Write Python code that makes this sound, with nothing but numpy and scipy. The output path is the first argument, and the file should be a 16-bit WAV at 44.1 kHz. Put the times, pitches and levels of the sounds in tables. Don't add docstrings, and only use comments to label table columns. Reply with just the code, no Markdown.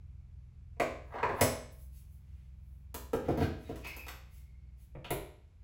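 import sys
import numpy as np
from scipy import signal
from scipy.fft import rfft, irfft
from scipy.io import wavfile
from scipy.ndimage import uniform_filter1d

SR = 44100
rng = np.random.default_rng(int(sys.argv[2]) if len(sys.argv) > 2 else 0)


def inscribe(sig):
    pcm = np.round(np.clip(np.atleast_2d(sig).T, -1, 1) * 32767)
    wavfile.write(sys.argv[1], SR, pcm.astype(np.int16))


N = 248283

WEIGHT_HZ, PIVOT_HZ, SHARP_HZ = 120, 2200, 12400


def undb(db):
    return 10 ** (np.asarray(db) / 20)


def unit(x):
    return x / np.sqrt(np.sum(x ** 2))


def through(x, response):
    return signal.fftconvolve(x, response)[:len(x)]


def shape(points, size=4096):
    hz, db = np.transpose(points)
    grid_hz = np.maximum(np.arange(size // 2 + 1) * SR / size, 1)
    gain = undb(np.interp(np.log(grid_hz), np.log(hz), db))
    cepstrum = irfft(np.log(gain))
    cepstrum[1:size // 2] *= 2
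    cepstrum[size // 2 + 1:] = 0
    return irfft(np.exp(rfft(cepstrum)))


def fade(t, t60_s):
    return np.exp(-np.log(1000) * t / t60_s)


def stroke(at_s, length_s, attack_s, release_s):
    t = np.arange(N) / SR - at_s
    return np.exp(np.minimum(t, 0) / attack_s - np.maximum(t - length_s, 0) / release_s)


def hiss(colour):
    return through(rng.standard_normal(N), unit(shape(colour)))


def wobble(samples):
    x = uniform_filter1d(rng.standard_normal(N), samples)
    return x / np.std(x)


def even_noise(count, frame_samples):
    frames = signal.stft(rng.standard_normal(count), nperseg=frame_samples)[2]
    return signal.istft(np.exp(1j * np.angle(frames)), nperseg=frame_samples)[1][:count]


def knocks(contacts, chatter_t60_s, chatter_db):
    force, t = np.zeros(N + SR), np.arange(SR // 6) / SR
    hz = np.fft.rfftfreq(len(t), 1 / SR)
    lag_s, lag_at_hz = 0.005, 457.7
    push = irfft(np.exp(-4j * np.pi * lag_s * np.sqrt(lag_at_hz * hz)), len(t))
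    for at_s, db, weight_db, sharp_db in contacts:
        chatter = undb(chatter_db) * unit(even_noise(len(t), 256) * fade(t, chatter_t60_s))
        tilt = shape([(WEIGHT_HZ, weight_db), (PIVOT_HZ, 0), (SHARP_HZ, sharp_db)])
        start = int(at_s * SR)
        force[start:start + len(t)] += undb(db) * through(unit(push + chatter), tilt)
    return force[:N]


def body(force, modes, colour, modes_db, gain_db):
    t = np.arange(SR * 2 // 3) / SR
    ring = sum(undb(db) * np.cos(2 * np.pi * hz * t) * fade(t, t60_s) for hz, db, t60_s in modes)
    panels = through(force, unit(shape(colour)))
    return undb(gain_db) * (panels + undb(modes_db) * through(force, unit(ring)))


def scrape(strokes, colour, attack_s, release_s, slips_per_s=250, spread_db=4):
    pressure = sum(undb(db) * stroke(at_s, length_s, attack_s, release_s)
                   for at_s, length_s, db in strokes)
    slips = rng.random(N) < slips_per_s / SR
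    jolts = slips * undb(spread_db * rng.standard_normal(N)) * rng.choice([-1, 1], N)
    return through(jolts / np.std(jolts) * pressure, unit(shape(colour)))


def motor_drone(cruise_hz=21.43, db_per_hz=2):
    # t/s, f/Hz
    speed = [(0, 21.1), (.8, 20.5), (1.8, 21.25), (3.2, 21.2), (4.05, 20.7), (4.45, 20.7), (4.75, 20.4),
             (5.05, 18), (5.6, 16.6)]
    # order, level/dB
    orders = [(2, -63.5), (3, -51.5), (4, -60), (5, -76.5), (6, -64), (7, -66.5), (8, -83.5), (9, -72.5),
              (10, -84.5)]
    t = np.arange(N) / SR
    shaft_hz = np.interp(t, *np.transpose(speed))
    turns, hum = np.cumsum(shaft_hz) / SR, 0
    shift_s, shift_width_s, early_odd_db, early_even_db = 1.5, 0.25, -3, 5.5
    early = (1 - np.tanh((t - shift_s) / shift_width_s)) / 2
    for order, db in orders:
        level_db = db + early * (early_odd_db if order % 2 else early_even_db)
        hum += undb(level_db) * np.sin(2 * np.pi * (order * turns + rng.random()))
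    return np.sqrt(2) * hum * undb(db_per_hz * (shaft_hz - cruise_hz))


def room_air(rms_db=-57):
    # f/Hz, level/dB
    colour = [(20,-26.5),(45,-3),(70,3.5),(110,-9),(170,-18.5),(260,-27),(500,-36),(1400,-42),(1900,-44.5),(2250,-39.5),(3000,-47),(7000,-52.5),(11000,-53.5),(16000,-68.5)]
    return undb(rms_db) * hiss(colour)


def holder_knocks():
    # t/s, level/dB, weight/dB, sharpness/dB
    contacts = [(0.766, -63, 2, -3.5), (0.798, -22, -3, 2), (1.138, -40.5, 2.5, -17.5),
                (1.229, -29.5, -0.5, -7.5), (1.29, -37.5, 7.5, -3), (1.322, -50, 23, 5)]
    # f/Hz, level/dB, t60/s
    modes = [(250.6, -14, 0.45), (434.4, 1, 0.067), (540, -8, 0.43), (687, -5.5, 0.24), (904, -24.5, 0.95),
             (1030, -11, 0.39), (1686, -21, 0.46), (1820, -26, 0.34), (2520, -29, 0.35),
             (2541, -24.5, 0.37), (2840, -23, 0.18), (3122, -46.5, 0.59), (3530, -30, 0.4),
             (6800, -29.5, 0.27)]
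    # f/Hz, level/dB
    colour = [(50,-20.5),(110,-8.5),(210,-12.5),(400,-2),(640,3),(800,-10),(1100,-10),(1400,-21),(2500,-15),(3100,-33.5),(5000,-40.5),(7000,-39.5),(11000,-42.5),(15500,-46.5)]
    force = knocks(contacts, chatter_t60_s=0.054, chatter_db=-3.5)
    return body(force, modes, colour, modes_db=-12, gain_db=29)


def hand_brushes():
    # t/s, half-width/s, level/dB, brightness/dB
    passes = [(1.12, 0.074, -75, 2), (1.388, .035, -57, 2), (1.727, 0.013, -63, 15), (1.809, 0.037, -61, 5),
              (1.967, 0.044, -57.5, -3.5), (2.128, .047, -69.5, 5), (2.36, 0.14, -70, -23),
              (2.709, 0.12, -80, 8), (3.627, 0.057, -57, -20.5), (3.79, .03, -54.5, -19),
              (4.358, 0.051, -57.5, -9), (4.814, 0.034, -61.5, -7)]
    # f/Hz, level/dB
    colour = [(500,-27),(2500,-7.5),(4500,-7.5),(7500,-3),(11000,5.5),(15500,4.5)]
    t, friction, out = np.arange(N) / SR, hiss(colour), 0
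    for at_s, half_width_s, db, bright_db in passes:
        swell = np.exp(-((t - at_s) / half_width_s) ** 2)
        tilt = shape([(PIVOT_HZ, -bright_db / 2), (SHARP_HZ, bright_db / 2)])
        out += undb(db) * swell * through(friction, tilt)
    return out


def tube_slide():
    # t/s, level/dB, weight/dB, sharpness/dB
    contacts = [(1.184, -37.5, -5, -1), (1.229, -27, -3, -6.5), (1.293, -34.5, -3.5, -1)]
    # t/s, length/s, level/dB
    strokes = [(1.148, 0.043, -40), (1.245, .06, -49.5), (1.395, .012, -37)]
    # f/Hz, level/dB
    colour = [(100,-26.5),(250,-10),(500,-2),(1050,10),(1400,-6),(1700,4.5),(2200,-12.5),(2700,-18),(5000,-29.5),(16000,-48)]
    force = knocks(contacts, chatter_t60_s=0.06, chatter_db=-2.5)
    catches = undb(28.5) * through(force, unit(shape(colour)))
    return catches + scrape(strokes, colour, attack_s=0.022, release_s=0.032)


def magnet_snap():
    # t/s, level/dB, weight/dB, sharpness/dB
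    contacts = [(1.41, -21.5, 0.056, 1), (1.439, -38, 2, -2)]
    # f/Hz, level/dB, t60/s
    modes = [(241,-7.5,0.32),(316.3,-4.5,.35),(411,1.5,0.17),(560,3.5,0.35),(646,3.5,0.19),(1024,-0.5,.35),(1220,-3,.25),(1660,-8.5,0.49),(2220,-5,.38),(3980,-5.5,0.27),(3700,-15.5,0.3),(5150,-5.5,0.17),(5539,-8,.31),(5570,-9,.35),(6130,-11,.25),(7830,-6,.22),(8021,0,.29),(10460,1.5,.23),(15300,-5,.19)]
    # f/Hz, level/dB
    colour = [(50,-11),(90,1),(140,2.5),(190,-13.5),(250,-0.5),(420,-2),(640,3.5),(800,-13),(1100,-4),(1500,-20),(2200,-9.5),(2900,-21),(4600,-21),(5700,-14.5),(7800,-19),(11300,-14.5),(15500,-17.5)]
    force = knocks(contacts, chatter_t60_s=0.061, chatter_db=-2)
    return body(force, modes, colour, modes_db=-14.5, gain_db=30.5)


def lug_clinks():
    # t/s, level/dB, weight/dB, sharpness/dB
    contacts = [(2.943, -33.5, -13.5, 11.5), (3.757, -41.5, -32, 1), (3.846, -38, -15.5, -0.5),
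                (3.871, -51.5, -28, 21), (3.964, -46.5, -6, 15.5), (4.065, -38.5, -18.5, -3),
                (4.082, -27.5, -50, -4.5)]
    # f/Hz, level/dB, t60/s
    modes = [(536,-9,0.49),(880,-11,0.067),(976,0,0.17),(6440,-24,0.15),(11930,-7,.2),(14900,-20,.17)]
    # f/Hz, level/dB
    colour = [(80,3),(220,9.5),(520,10),(680,4),(950,3.5),(1400,-5),(2200,-14),(3200,-16),(5000,-20.5),(7200,-19.5),(11000,-19),(15000,-17.5),(16000,-22)]
    force = knocks(contacts, chatter_t60_s=0.043, chatter_db=-5)
    return body(force, modes, colour, modes_db=-16.5, gain_db=28.5)


def group_bumps():
    # t/s, level/dB, weight/dB, sharpness/dB
    contacts = [(3.132, -23.5, -0.5, 2), (3.284, -27, 2.5, -4), (3.374, -32, 6, 5.5),
                (3.409, -28.5, 1.5, -11), (3.692, -40.5, 6, 4)]
    # f/Hz, level/dB, t60/s
    modes = [(147, -10.5, 0.14), (418, -23, 0.029), (425, -8.5, 0.12), (635, -25, 1), (1210, -47, 0.2),
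             (1650, -36, 0.25), (1596, -23, 0.19)]
    # f/Hz, level/dB
    colour = [(40,-12),(85,-3.5),(150,-4.5),(200,-8),(350,3.5),(560,-5),(720,-5.5),(900,-16),(1300,-20.5),(2300,-31.5),(4000,-51.5),(7000,-46),(15500,-41.5)]
    force = knocks(contacts, chatter_t60_s=0.04, chatter_db=0)
    return body(force, modes, colour, modes_db=-10.5, gain_db=28.5)


def lug_grind():
    # t/s, length/s, level/dB
    strokes = [(3.27, .045, -42.5), (3.412, 0.02, -27.5), (3.47, 0.062, -61), (3.695, 0.04, -44)]
    # f/Hz, level/dB
    colour = [(30,-24),(70,20.5),(100,4.5),(145,-9),(200,9.5),(380,-3),(700,-26),(1300,-14.5),(3500,-22.5),(8000,-36.5),(16000,-31)]
    return scrape(strokes, colour, attack_s=0.025, release_s=0.012)


def gasket_squeaks(overtone_db=-15, rasp_db=-9, sag_db=10):
    # t/s, length/s, f/Hz, level/dB, roughness/0-1
    squeaks = [(3.63, 0.024, 1930, -71, 0.3), (3.654, .04, 3850, -60, 0.4), (3.848, 0.093, 2402, -39, 0.99),
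               (3.989, 0.067, 2494, -45, .45), (4.253, 0.44, 2170, -71.5, .35)]
    # f/Hz, level/dB
    colour = [(300,-2.5),(1000,-10.5),(2500,8.5),(3600,-5),(5000,-5.5),(16000,-36)]
    rise, spread, jitter = 0.006, 0.06, 0.03
    rasp, out = undb(rasp_db) * hiss(colour), 0
    patches = [(side, wobble(60) + wobble(900), undb(2.5 * wobble(300) - 6)) for side in (-1, 1)]
    for at_s, length_s, hz, db, rough in squeaks:
        progress = np.clip((np.arange(N) / SR - at_s) / length_s, 0, 1)
        sound = rough * rasp
        for side, wander, grip in patches:
            slip_hz = hz * (1 + rise * progress + rough * (side * spread + jitter * wander))
            phase = 2 * np.pi * np.cumsum(slip_hz) / SR
            sound += grip * sum(undb(overtone_db * k) * np.sin((k + 1) * phase) for k in range(3))
        envelope = stroke(at_s, length_s, attack_s=0.0092, release_s=0.0086)
        out += sound * undb(db - sag_db * progress) * envelope
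    return out


def button_press():
    # t/s, level/dB, weight/dB, sharpness/dB
    contacts = [(4.95, -54.5, 13, -40), (5.105, -33.5, -1, 0.5)]
    # f/Hz, level/dB, t60/s
    modes = [(407,5.5,0.3),(500,-6,0.3),(596,14,0.2),(2330,-0.5,0.24),(3206,-2.5,0.31),(10600,-10,0.33),(10800,-30,.2)]
    # f/Hz, level/dB
    colour = [(60,-6.5),(140,-2.5),(210,-12),(400,-2.5),(620,-6.5),(830,-16),(1030,-13.5),(1550,-22),(2400,-19),(3900,-30),(5000,-35),(8000,-33),(10800,-17),(15500,-27)]
    force = knocks(contacts, chatter_t60_s=0.056, chatter_db=-3.5)
    return body(force, modes, colour, modes_db=-16.5, gain_db=34.5)


def switch_tick():
    # t/s, level/dB, weight/dB, sharpness/dB
    contacts = [(5.044, -39.5, 0, 0)]
    # f/Hz, level/dB
    colour = [(200, -5), (600, -1), (1200, -4.5), (2200, -7), (2750, 0.5), (3300, -6), (4000, -10),
              (5000, -22), (8000, -27), (15500, -31)]
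    force = knocks(contacts, chatter_t60_s=0.15, chatter_db=-1)
    return undb(24.5) * through(force, unit(shape(colour)))


def kitchen(x, direct_db=-9, early_db=-5, late_db=-3):
    t = np.arange(SR * 3 // 4) / SR
    hz, frame_s, frames = signal.stft(even_noise(len(t), 1024), SR, nperseg=256)
    t60_s = np.interp(hz, [300, 4000, 14000], [0.5, 0.55, 0.3])
    tail = signal.istft(frames * fade(frame_s, t60_s[:, None]))[1][:len(t)]
    late = tail * (1 - fade(t, 0.02))
    early = even_noise(len(t), 512) * fade(t, t60_s=0.16) * (1 - fade(t, 0.0099))
    response = undb(early_db) * unit(early) + undb(late_db) * unit(late)
    response[0] += undb(direct_db)
    return through(x, response)


def scene():
    tamper = holder_knocks() + tube_slide() + magnet_snap()
    portafilter = lug_clinks() + group_bumps() + lug_grind() + gasket_squeaks()
    hand = hand_brushes() + button_press() + switch_tick()
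    return (kitchen(tamper + portafilter + hand) + motor_drone() + room_air())[None]


def record(dry):
    notch_passes, top_hz = 4, 15900
    for hz, q in notch_passes * [(9050, 14), (13300, 22)]:
        dry = signal.lfilter(*signal.iirnotch(hz, q, SR), dry)
    return signal.sosfilt(signal.ellip(8, 0.2, 70, top_hz, fs=SR, output="sos"), dry)


dry = scene()
out = record(dry)
inscribe(out)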